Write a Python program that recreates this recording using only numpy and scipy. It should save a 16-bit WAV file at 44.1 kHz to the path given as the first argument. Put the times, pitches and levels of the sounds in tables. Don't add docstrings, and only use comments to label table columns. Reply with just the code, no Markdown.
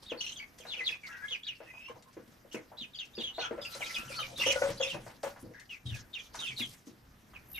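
import sys
import numpy as np
from scipy import signal
from scipy.fft import rfft, irfft
from scipy.io import wavfile
from scipy.ndimage import map_coordinates

SR = 44100
rng = np.random.default_rng(int(sys.argv[2]) if len(sys.argv) > 2 else 0)


def how_loud(loudness_db):
    steps = np.asarray(loudness_db, float) / 20
    return 10 ** steps


def dump(signal):
    limited = np.clip(np.atleast_2d(signal).T, -1, 1)
    pcm = np.round(limited * 32767).astype(np.int16)
    wavfile.write(sys.argv[1], SR, pcm)


N = 334719


def at_hz(points, hz):
    return np.interp(np.log(hz), np.log(np.array(points)[:, 0]), np.array(points)[:, 1])


def rms_one(x):
    return x / np.sqrt(np.mean(x ** 2) + 1e-20)


def band(x, low_hz, high_hz):
    return signal.sosfilt(signal.butter(2, [low_hz, high_hz], "band", fs=SR, output="sos"), x)


def drift(rate_hz, size=N):
    r = np.exp(-2 * np.pi * rate_hz / SR)
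    run_in = int(SR / rate_hz)
    return rms_one(signal.lfilter([1], [1, -2 * r, r * r], rng.standard_normal(size + run_in))[run_in:])


def ring(clicks, hz, t60_s):
    r, w = how_loud(-60 / (t60_s * SR)), 2 * np.pi * hz / SR
    return signal.lfilter([0, np.sin(w)], [1, -2 * r * np.cos(w), r * r], clicks + 1e-18)


# frequency in Hz, correlation (0-1).
LIKENESS = [(40, 0.97), (300, 0.61), (1500, 0.16), (5000, 0.7), (12000, 0.55)]


def coloured(white, spectrum):
    hz = np.fft.rfftfreq(N, 1 / SR) + 1
    alike = np.clip(at_hz(LIKENESS, hz), 0, 1)
    mid, side = rfft(white) * how_loud(at_hz(spectrum, hz))
    return rms_one(irfft(np.sqrt(1 + alike) * mid + np.sqrt(1 - alike) * side * [[1], [-1]], N))


def patchy(x, depth_db):
    *axes, cells = signal.stft(x, nperseg=512)
    coarse = rng.standard_normal((14, cells.shape[-1] // 5 + 2))
    row = np.sqrt(np.linspace(0, 1, cells.shape[1])) * 13
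    column = np.arange(cells.shape[2]) / 5
    places = np.meshgrid(row, column, indexing="ij")
    gain_db = depth_db * map_coordinates(coarse, places, order=1)
    return rms_one(signal.istft(cells * how_loud(gain_db), nperseg=512)[1][:, :N])


def bouts(rows, rise_db_per_s, fall_db_per_s, rest_db):
    t = np.arange(0, N, 32) / SR
    s, hold_s, db = np.transpose(rows)[:, :, None]
    before_s = np.maximum(s - t, 0)
    after_s = np.maximum(t - s - hold_s, 0)
    level_db = db - rise_db_per_s * before_s - fall_db_per_s * after_s
    return np.interp(np.arange(N) / SR, t, np.maximum(level_db.max(axis=0), rest_db))


# frequency in Hz, density in dB per Hz.
AIR = [(15, -45), (25, 0), (127, 0.5), (175, -1), (234, 3), (358, -4.5), (1360, -9), (1770, -8),
       (4260, -25), (6020, -23), (8740, -29), (12700, -19.5), (14500, -19.5)]


def still_air():
    return how_loud(-63 + 1.5 * drift(2.02)) * coloured(rng.standard_normal((2, N)), AIR)


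# start in seconds, hold in seconds, level in dB.
HANDLING = [
    (0.02, 0.095, -67),
    (3.1, 0.57, -67.5),
    (3.6, 0.51, -74),
    (4.45, 0.25, -54.5),
    (5.3, .1, -66),
    (5.87, 0.074, -57),
    (6.2, 0.18, -65.5),
    (7.03, 0.12, -63.5),
    (7.33, 0.016, -60),
    (7.54, .05, -59),
]


def handling():
    level_db = bouts(HANDLING, rise_db_per_s=498, fall_db_per_s=108, rest_db=-77)
    return how_loud(level_db) * rms_one(band(rng.standard_normal(N), 25, 113)) * np.ones((2, 1))


# start in seconds, hold in seconds, level in dB.
BUMPS = [(1.95, 0.019, -55.5), (2.18, 0.038, -58), (2.55, .01, -70), (3.05, 0.4, -72), (3.43, 0.48, -58),
         (4.06, 0.79, -52.5), (4.7, 0.011, -41), (4.95, 0.062, -46), (5.26, .005, -52),
         (5.43, 0.065, -49.5), (5.86, 0.079, -47), (6.5, 0.2, -52), (6.9, 0.76, -62)]


def bumps():
    level_db = bouts(BUMPS, rise_db_per_s=498, fall_db_per_s=108, rest_db=-68)
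    white = rng.standard_normal(N)
    boom = rms_one(ring(white, 130.5, 0.091)) + 0.82 * rms_one(band(white, 101.0, 217))
    return how_loud(level_db - 4.5) * rms_one(boom) * np.ones((2, 1))


# time in seconds, level in dB.
BUZZ = [
    (7.43, -88),
    (7.53, -55),
    (7.59, -60),
]


def buzz():
    t = np.arange(N) / SR
    throb = how_loud(6.3 * np.sin(2 * np.pi * 68 * t))
    hiss = rms_one(band(band(rng.standard_normal((2, N)), 10300, 13000), 11400, 13200) * throb)
    s, db = np.transpose([(BUZZ[0][0] - .03, -99)] + list(BUZZ))
    return hiss * how_loud(np.interp(t, s, db) + 7.5)


# start in seconds, hold in seconds, level in dB.
STIR = [(0.03, 0.0024, -65.5), (0.21, 0.16, -69.5), (0.588, 0.0047, -70), (0.64, 0.2, -71),
        (0.86, 0.049, -63), (1.07, 0.02, -66.5), (1.17, 0.214, -73.5), (2.53, 0.0028, -65),
        (3.21, 0.023, -70.5), (3.38, .06, -78), (3.7, 0.078, -60.5), (3.8, 0.16, -60.5),
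        (3.95, 0.038, -54.5), (4.11, 0.16, -61.5), (4.385, 0.036, -53), (4.47, 0.05, -53.5),
        (4.56, 0.15, -57.5), (4.84, 0.099, -61), (5.06, 0.039, -67.5), (5.24, 0.038, -61),
        (3.62, 1.33, -66.5), (5.0, 0.15, -72.5), (5.71, 0.02, -69.5), (5.86, 0.083, -70),
        (5.95, 0.0029, -60.5), (6.19, 0.086, -72), (6.345, 0.13, -62.5), (6.49, .02, -64),
        (6.595, 0.0044, -57.5), (6.66, 0.085, -68.5), (6.87, 0.0023, -69.5)]
# frequency in Hz, density in dB per Hz.
RUSTLE = [(500, 2), (1500, -1), (3000, 2.5), (6000, 4.5), (7500, -3), (10000, -6), (14500, -11)]


def rustle():
    level_db = bouts(STIR, rise_db_per_s=1100, fall_db_per_s=214, rest_db=-82)
    sizes = how_loud(3.8 * np.minimum(rng.exponential(1, (2, N)), 5))
    struck = rng.random(N) < 1500.0 / SR
    grains = rng.standard_normal((2, N)) * (2.5 + sizes * struck)
    return how_loud(level_db + 12 + 1.5 * drift(40.0)) * patchy(coloured(grains, RUSTLE), depth_db=5)


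# start in seconds, hold in seconds, level in dB.
SHAKES = [
    (.585, .012, -62),
    (5.235, .05, -62),
    (3.66, 0.35, -61),
    (5.4, 0.021, -66),
    (6.58, 0.036, -53),
    (6.66, 0.085, -60.5),
    (6.86, 0.021, -70),
]


def feathers():
    level_db = bouts(SHAKES, rise_db_per_s=1100, fall_db_per_s=214, rest_db=-93)
    white = rng.standard_normal((3, N))
    grain = how_loud(4 * drift(150.0))
    barbs = band(white[0] + .7 * white[1:], 6500, 14500)
    return how_loud(level_db) * patchy(barbs * grain, depth_db=4)


# time in seconds, peak in dB.
SCRATCHES = [(0.586, -35), (1.885, -44), (2.024, -41), (2.129, -43.5), (2.277, -48), (2.5273, -33),
             (3.0524, -39), (3.75, -27), (4.098, -31.5), (4.376, -35), (4.702, -28), (5.231, -27.5),
             (5.597, -36), (5.9656, -37), (6.353, -30), (6.401, -26), (6.6, -34)]


def scratches():
    hits = np.zeros(N)
    s, db = np.transpose(SCRATCHES)
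    hits[np.round(s * SR).astype(int)] = how_loud(db - 11.5)
    dying = signal.lfilter([1], [1, -how_loud(-60 / (0.051 * SR))], hits)
    return band(band(dying * rng.standard_normal(N), 1500, 8100), 1500, 10900)


# time in seconds, peak in dB, thud pitch in Hz, sharpness in dB.
KNOCKS = [(0.117, -28, 460, -15.5), (.6, -46, 494, -15), (.775, -47.5, 520, -7), (0.651, -40, 685, -7.5),
          (0.743, -51, 685, -8), (1.603, -37.5, 561, -13.5), (1.739, -46.5, 900, -31),
          (1.311, -50.5, 493, -3), (1.897, -39.5, 486, -13), (1.956, -43, 750, -38), (2.167, -36, 401, -18),
          (2.277, -46.5, 230, -39), (2.447, -48, 560, -37), (2.544, -28.5, 395, -16.5),
          (2.717, -39.5, 765, -41), (2.812, -44, 229, -40), (3.177, -31, 407, -21),
          (3.381, -26, 670, -16.5), (3.509, -26, 460, -18.5), (3.578, -35, 607, -12),
          (3.749, -43.5, 530, -4), (3.805, -35.5, 715, -12), (3.989, -43, 234, -38), (4.69, -31, 480, -12),
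          (4.929, -36.5, 158, -11), (4.944, -30, 570, -14), (5.064, -35.5, 684, -13),
          (5.233, -27, 674, -11.5), (5.361, -41.5, 930, -11), (5.429, -34.5, 272.5, -44),
          (5.455, -41.5, 515, -29), (5.51, -46.5, 490, -17), (5.853, -34.5, 118.5, -42),
          (5.912, -30.5, 112.5, -40), (0.8, -44.5, 472, -10), (0.899, -49.5, 476, -12),
          (2.546, -36.5, 222, -40), (3.18, -41.5, 221, -35), (4.462, -33, 427, -14), (3.3, -50, 1099, -30),
          (6.344, -36.5, 1090, -8), (6.602, -35, 243, -43), (6.87, -39.5, 287, -39), (7.335, -48, 1260, -8)]


def knocks():
    out, t = np.zeros(N + SR), np.arange(SR // 5) / SR
    noise = rng.standard_normal((len(KNOCKS), len(t)))
    for (s, db, hz, sharp_db), grit in zip(KNOCKS, noise):
        push = np.sin(2 * np.pi * hz * t) * how_loud(-60 * t * hz / 22.0) * np.minimum(t * hz / 1.12, 1)
        shaken = rms_one(band(grit, 0.61 * hz, 1.32 * hz))
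        shaken *= how_loud(-11.0 - 60 * t / 0.24) * np.minimum(t / 0.0038, 1)
        crunch = rms_one(band(grit[::-1], 750, 2030))
        crunch *= how_loud(sharp_db - 4.0 - 60 * t / 0.29) * np.minimum(t / 0.00052, 1)
        at = round(s * SR)
        out[at:at + len(t)] += how_loud(db - 1.0) * (push + shaken + crunch)
    return out[:N]


# time in seconds, peak in dB, upper modes in dB, pitch in Hz.
TROUGH_HITS = [(3.581, -36.5, -21, 557), (3.75, -40.5, -16, 542), (4.099, -44, -22, 538),
               (4.212, -43.5, -21, 524), (4.325, -47, -30, 540), (4.392, -43, -18, 547),
               (4.461, -22, -30, 536.6), (4.498, -32, -30, 544), (4.525, -33, -28, 540),
               (4.555, -27.5, -5, 538), (4.57, -28.5, -7, 529.5), (4.6155, -16, -9, 540),
               (4.654, -32, -12, 556), (4.665, -32, -18, 555), (4.72, -40.5, -20, 545),
               (4.799, -26, -33, 534), (4.812, -29, -34, 523.7), (4.845, -39, -30, 520),
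               (4.865, -39.5, -30, 520), (5.232, -31, -22, 556.4), (5.262, -32.5, -22, 547)]
# multiple of its pitch, level in dB, t60 in seconds.
TROUGH_MODES = [(1, 1, 0.083), (1.03, -11, .25), (.76, -16, 0.046), (1.34, -12, 0.062), (1.66, -16.5, .05),
                (2.72, -2.5, 0.1), (3.6, -8, .04)]


def trough():
    out, t = np.zeros(N + SR), np.arange(SR // 3) / SR
    chance = rng.standard_normal((len(TROUGH_HITS), len(TROUGH_MODES)))
    noise = rng.standard_normal((len(TROUGH_HITS), len(t)))
    multiple, mode_db, t60_s = np.transpose(TROUGH_MODES)[:, :, None]
    swell = np.sin(np.minimum(t / .009, 1) * np.pi / 2) ** 2
    for (s, db, upper_db, hz), luck, grit in zip(TROUGH_HITS, chance[:, :, None], noise):
        strength_db = mode_db + upper_db * (multiple > 2) + 3 * luck * (multiple != 1)
        mode = np.sin(2 * np.pi * hz * multiple * t + luck) * how_loud(strength_db - 60 * t / t60_s)
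        rattle = rms_one(band(grit, 333, 1780)) * how_loud(-18.5 - 60 * t / 0.22)
        at = round(s * SR)
        out[at:at + len(t)] += how_loud(db + 2.5) * swell * (np.sum(mode, axis=0) + rattle)
    return out[:N] * how_loud(drift(60.0))


# frequency in Hz, level in dB.
OVERTONES = [(2000, -39), (4200, -29), (5200, -20.5), (6300, -13), (7500, -28.5), (9500, -29.5),
             (15000, -43)]


def whistles(notes, waver_share, flutter_db, waver_hz, rich_db):
    port_lag_s = 3.5e-5
    opposite = np.array([[1], [-1]])
    out = np.zeros((2, N))
    waver, flutter = drift(waver_hz), np.clip(drift(120.0), -2, 1)
    breath = drift(450.0)
    chance = rng.standard_normal((len(notes), 3))
    for note, (side, lag, beak) in zip(notes, chance):
        s, hz, db = np.transpose(note)
        span = np.arange(int(s[0] * SR), min(int(s[-1] * SR), N))
        t = span / SR
        other = (span + int(1e4 * beak)) % N
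        pitch = np.interp(t, s, hz) * (1 + waver_share * waver[other])
        lag_s = np.clip(lag, -1, 1) * port_lag_s * opposite
        phase = 2 * np.pi * (np.cumsum(pitch) / SR + pitch * lag_s)
        edge = np.clip(np.minimum((t - s[0]) / .007, (s[-1] - t) / .006), 0, 1)
        effort_db = np.interp(t, s, db)
        bright_db = rich_db + 0.083 * (effort_db + 15.0)
        tone = np.sin(phase)
        for k in (2, 3):
            overtone_db = at_hz(OVERTONES, k * pitch) + bright_db - 8.4 * (k - 2)
            tone = tone + how_loud(overtone_db) * np.sin(k * phase)
        level = how_loud(effort_db + 4.5 + flutter_db * flutter[other]) * np.sin(edge * np.pi / 2) ** 2
        hoarse = 1 + 12 * waver_share * waver[::-1][other] + .4 * breath[other]
        out[:, span] += tone * hoarse * level * how_loud((.4 + side) * opposite)
    return out


# share of length, share of glide done, level in dB.
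ARCH = [(0, 0.0053, -3), (0.519, 0.58, 0), (1, 0.97, -7.5)]
SWELL = [(0, 0, -3.5), (0.547, 0.42, -4.5), (1, 1, 4)]
FADE = [(0, 0.031, 1.5), (0.448, 0.68, -4), (1, 0.86, -15)]
HOOK = [(0, .35, -9), (.22, 0.011, -2), (0.621, .48, 1.5), (1, 1, -5.5)]


def shaped(rows, shape):
    share, glided, step_db = np.transpose(shape)
    return [np.transpose([s + length_s * share, from_hz + (to_hz - from_hz) * glided, db + step_db])
            for s, length_s, from_hz, to_hz, db in rows]


# start in seconds, length in seconds, start pitch in Hz, end pitch in Hz, level in dB.
RASPS = [(0.24, 0.095, 4100, 3940, -55), (0.6, 0.056, 3400, 2270, -60.5), (2.51, 0.09, 3350, 2020, -55),
         (3.33, 0.061, 3800, 3600, -54), (3.8, .06, 3200, 2300, -57), (4.42, .035, 2100, 1890, -45),
         (3.89, 0.042, 2180, 2130, -50), (5.53, 0.111, 1760, 1850, -59), (7.045, 0.172, 1297, 1252, -75.5),
         (3.39, 0.1, 2960, 2700, -51), (3.4, .08, 3600, 3010, -54), (4.42, 0.033, 1200, 1097, -51),
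         (5.9, 0.16, 1750, 1630, -64), (4.395, 0.07, 2750, 2600, -41.5), (4.455, 0.065, 2870, 2900, -35.5),
         (4.795, 0.038, 3300, 3230, -46.5)]
SQUAWKS = [
    (0.203, 0.041, 3080, 3050, -42),
    (0.233, 0.03, 2896, 2810, -41.5),
    (0.262, 0.031, 2856, 2975, -42),
    (0.29, 0.029, 2910, 3000, -43),
    (.315, .03, 3100, 3220, -47),
    (3.41, 0.077, 2530, 2315, -50),
    (4.5, 0.062, 2547, 2350, -43),
    (4.82, 0.089, 2750, 2500, -41),
    (4.825, .07, 3350, 3000, -46),
]


def hoarse_notes():
    notes = shaped(RASPS, ARCH) + shaped(SQUAWKS, FADE)
    return whistles(notes, waver_share=0.06, flutter_db=3.5, waver_hz=160.0, rich_db=11)


# start in seconds, length in seconds, start pitch in Hz, end pitch in Hz, level in dB.
WHINES = [(1.03, 0.054, 2304, 2060, -48.5), (1.073, 0.18, 1900, 1916, -56), (1.08, 0.085, 1300, 1460, -56),
          (1.218, 0.049, 1640, 1700, -44), (1.24, 0.09, 2150, 2100, -58), (1.66, 0.063, 1800, 2040, -57.5),
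          (1.09, 0.13, 1700, 1500, -54.5), (1.45, 0.0364, 1770, 1600, -65), (1.6, .15, 1800, 2100, -75),
          (1.88, .02, 2300, 2300, -53.5), (1.88, 0.047, 1049, 1053, -54.5), (2.055, 0.051, 1063, 1040, -64),
          (6.41, 0.036, 1420, 1320, -52.5), (4.275, 0.091, 722, 660, -57.5), (3.94, 0.035, 5500, 3900, -57)]
# time in seconds, pitch in Hz, level in dB.
DRAWN_OUT = [
    [(1.55, 2738, -69), (1.75, 2466, -59), (1.86, 2680, -53), (1.92, 3100, -64.5)],
    [(3.4, 1538, -48), (3.417, 1500, -62), (3.428, 1480, -51), (3.45, 1374, -43), (3.5, 1372, -58),
     (3.6, 1344, -65.5), (3.67, 1362, -59.5), (3.85, 1331, -61.5), (4.165, 1375, -54.5),
     (4.195, 1292, -39.5), (4.235, 1167, -61)],
]


def whines():
    notes = shaped(WHINES, ARCH) + DRAWN_OUT
    return whistles(notes, waver_share=0.01, flutter_db=3.0, waver_hz=104.0, rich_db=4.0)


# start in seconds, length in seconds, start (hooked: top) pitch in Hz, end pitch in Hz, level in dB.
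PEEPS = [(0.172, 0.061, 4420, 4280, -51), (0.183, 0.029, 4950, 4300, -55), (0.367, 0.018, 6400, 6240, -48),
         (1.44, 0.029, 4500, 4660, -56), (5.862, 0.045, 4830, 4800, -76), (4.77, 0.028, 4150, 4200, -57),
         (4.77, 0.04, 4800, 4770, -58), (3.198, 0.115, 3900, 2770, -42.5),
         (3.945, 0.032, 4900, 5100, -52.5), (3.72, .045, 4200, 4000, -53), (4.37, 0.055, 3400, 3850, -49.5),
         (.835, 0.041, 4600, 3900, -54), (3.132, .025, 3600, 3600, -58.5), (3.165, .03, 2750, 2600, -60),
         (1.46, 0.11, 2356, 2360, -60), (2.93, 0.052, 3843, 2720, -53.5), (3.94, 0.048, 3550, 2490, -42),
         (5.69, 0.083, 3056, 2136, -51), (6.128, 0.027, 3640, 3530, -48), (6.385, .15, 3836, 2046, -45),
         (6.56, 0.11, 4270, 2915, -44), (6.565, 0.044, 3950, 3200, -54), (6.4, 0.0413, 3890, 3300, -47),
         (7.538, 0.042, 3790, 3650, -54)]
PUSHED = [
    (6.18, 0.03, 3790, 2920, -47),
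    (2.945, 0.035, 4600, 4540, -51),
    (3.15, 0.036, 4868, 4560, -50),
    (3.18, 0.045, 3680, 2680, -44),
    (3.61, 0.072, 4880, 4890, -50),
    (5.855, 0.0554, 3820, 3470, -53.5),
    (5.855, 0.11, 3380, 2300, -53.5),
    (6.465, 0.039, 3800, 2700, -42.5),
]
TRAILING = [(0.395, 0.055, 2310, 2198, -44), (0.38, .06, 4710, 4520, -57), (0.915, 0.056, 2690, 2360, -43),
            (1.11, 0.079, 2620, 2680, -55.5), (1.43, 0.029, 3100, 4060, -47.5),
            (1.465, 0.065, 3910, 2286, -40.5), (2.985, 0.063, 3850, 2334, -41.5),
            (3.385, 0.059, 4460, 4000, -47), (3.395, 0.085, 3860, 3120, -46),
            (3.61, 0.042, 3860, 3260, -49), (3.645, 0.048, 2760, 2570, -44.5),
            (3.86, 0.031, 2485, 2425, -38), (3.955, 0.074, 2464, 2657, -42),
            (4.187, 0.087, 3140, 2865, -45), (4.225, 0.042, 2540, 2195, -42),
            (4.87, 0.11, 3830, 2270, -44.5)]
HOOKED = [
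    (1.278, 0.093, 3650, 2080, -42.5),
    (2.768, 0.089, 4060, 2286, -47.5),
    (3.835, 0.045, 3840, 2700, -47),
    (4.355, 0.065, 3950, 2900, -47),
]
# time in seconds, pitch in Hz, level in dB.
BENT = [
    [(4.45, 3250, -41), (4.47, 3200, -41), (4.49, 3050, -35), (4.51, 3000, -40.5), (4.53, 2920, -47)],
    [(4.395, 2837, -44), (4.42, 2695, -37.5), (4.44, 2585, -40), (4.46, 2500, -45)],
    [(4.485, 2750, -48), (4.515, 2500, -38), (4.535, 2204, -45.5), (4.56, 1990, -50)],
    [(0.762, 3100, -49), (0.79, 2650, -43), (0.81, 2054, -43.5), (0.84, 2005, -52)],
    [(0.057, 3150, -54), (0.072, 4000, -64), (0.095, 3580, -45), (0.123, 2600, -43), (0.135, 2490, -69)],
    [(0.355, 3720, -49), (0.368, 3220, -54), (0.39, 3170, -51), (0.4, 2470, -46)],
    [(0.665, 3690, -61), (0.682, 4330, -50), (0.735, 3000, -42), (0.748, 2336, -46.5), (0.77, 2280, -48)],
    [(0.835, 4085, -54), (0.855, 3996, -45.5), (0.878, 3400, -33.5), (0.892, 2650, -36),
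     (0.903, 1783, -42.5), (0.912, 1730, -49)],
    [(3.8, 4250, -58), (3.812, 2900, -50), (3.82, 2380, -35.5), (3.832, 2160, -45), (3.845, 2090, -57)],
    [(4.075, 3100, -56), (4.11, 2486, -49.5), (4.135, 2280, -49), (4.16, 2780, -47)],
    [(4.148, 4050, -50), (4.17, 4460, -50), (4.188, 4450, -47), (4.2, 3774, -53), (4.24, 3580, -50)],
    [(6.14, 3460, -57), (6.152, 3000, -48), (6.18, 2400, -48), (6.215, 2350, -53.5)],
    [(6.59, 3120, -59), (6.608, 2685, -41), (6.62, 2166, -47.5), (6.64, 2140, -59)],
    [(7.335, 3440, -69), (7.348, 2780, -61), (7.362, 2530, -48), (7.38, 2160, -60)],
    [(7.54, 2890, -58), (7.558, 2650, -54), (7.575, 2296, -46), (7.59, 2220, -43)],
    [(7.555, 3340, -56), (7.57, 3030, -57), (7.59, 2550, -41)],
]


def cheeps():
    notes = shaped(PEEPS, ARCH) + shaped(PUSHED, SWELL) + shaped(TRAILING, FADE) + shaped(HOOKED, HOOK) + BENT
    return whistles(notes, waver_share=0.0217, flutter_db=4.0, waver_hz=153.0, rich_db=-1)


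# level in dB, t60 in seconds.
COOP = [
    (-.5, 0.08),
    (-8, 0.24),
]


def coop(x):
    t = np.arange(SR // 2) / SR
    echoes = 0
    for level_db, t60_s in COOP:
        part = rng.standard_normal((2, len(t))) * how_loud(-60 * t / t60_s) * (t > .0015)
        echoes = echoes + how_loud(level_db) * part / np.sqrt(np.sum(part ** 2, axis=1, keepdims=True))
    echoes = echoes + 0.19 * band(echoes[::-1], 30, 520)
    return x + signal.fftconvolve(x, echoes, axes=1)[:, :N]


def scene():
    birds = cheeps() + whines() + hoarse_notes()
    to_left = how_loud([[.9], [-.9]])
    blows = knocks() * to_left
    near = birds + 0.61 * blows + scratches() * to_left
    foot = trough()
    hollow = np.array([foot, np.roll(foot, 6)]) * how_loud([[1.0], [-1.0]])
    wet = coop(near + .25 * hollow)
    direct = .9 * hollow + 0.43 * blows
    around = still_air() + handling() + bumps() + buzz() + rustle() + feathers()
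    return wet + direct + around


def low_pass(x):
    return signal.sosfilt(signal.butter(12, 15270, fs=SR, output="sos"), x)


def record(dry):
    cut = signal.sosfilt(signal.cheby2(26, 50, 14370, fs=SR, output="sos"), dry)
    return low_pass(cut)


dry = scene()
out = record(dry)
dump(out)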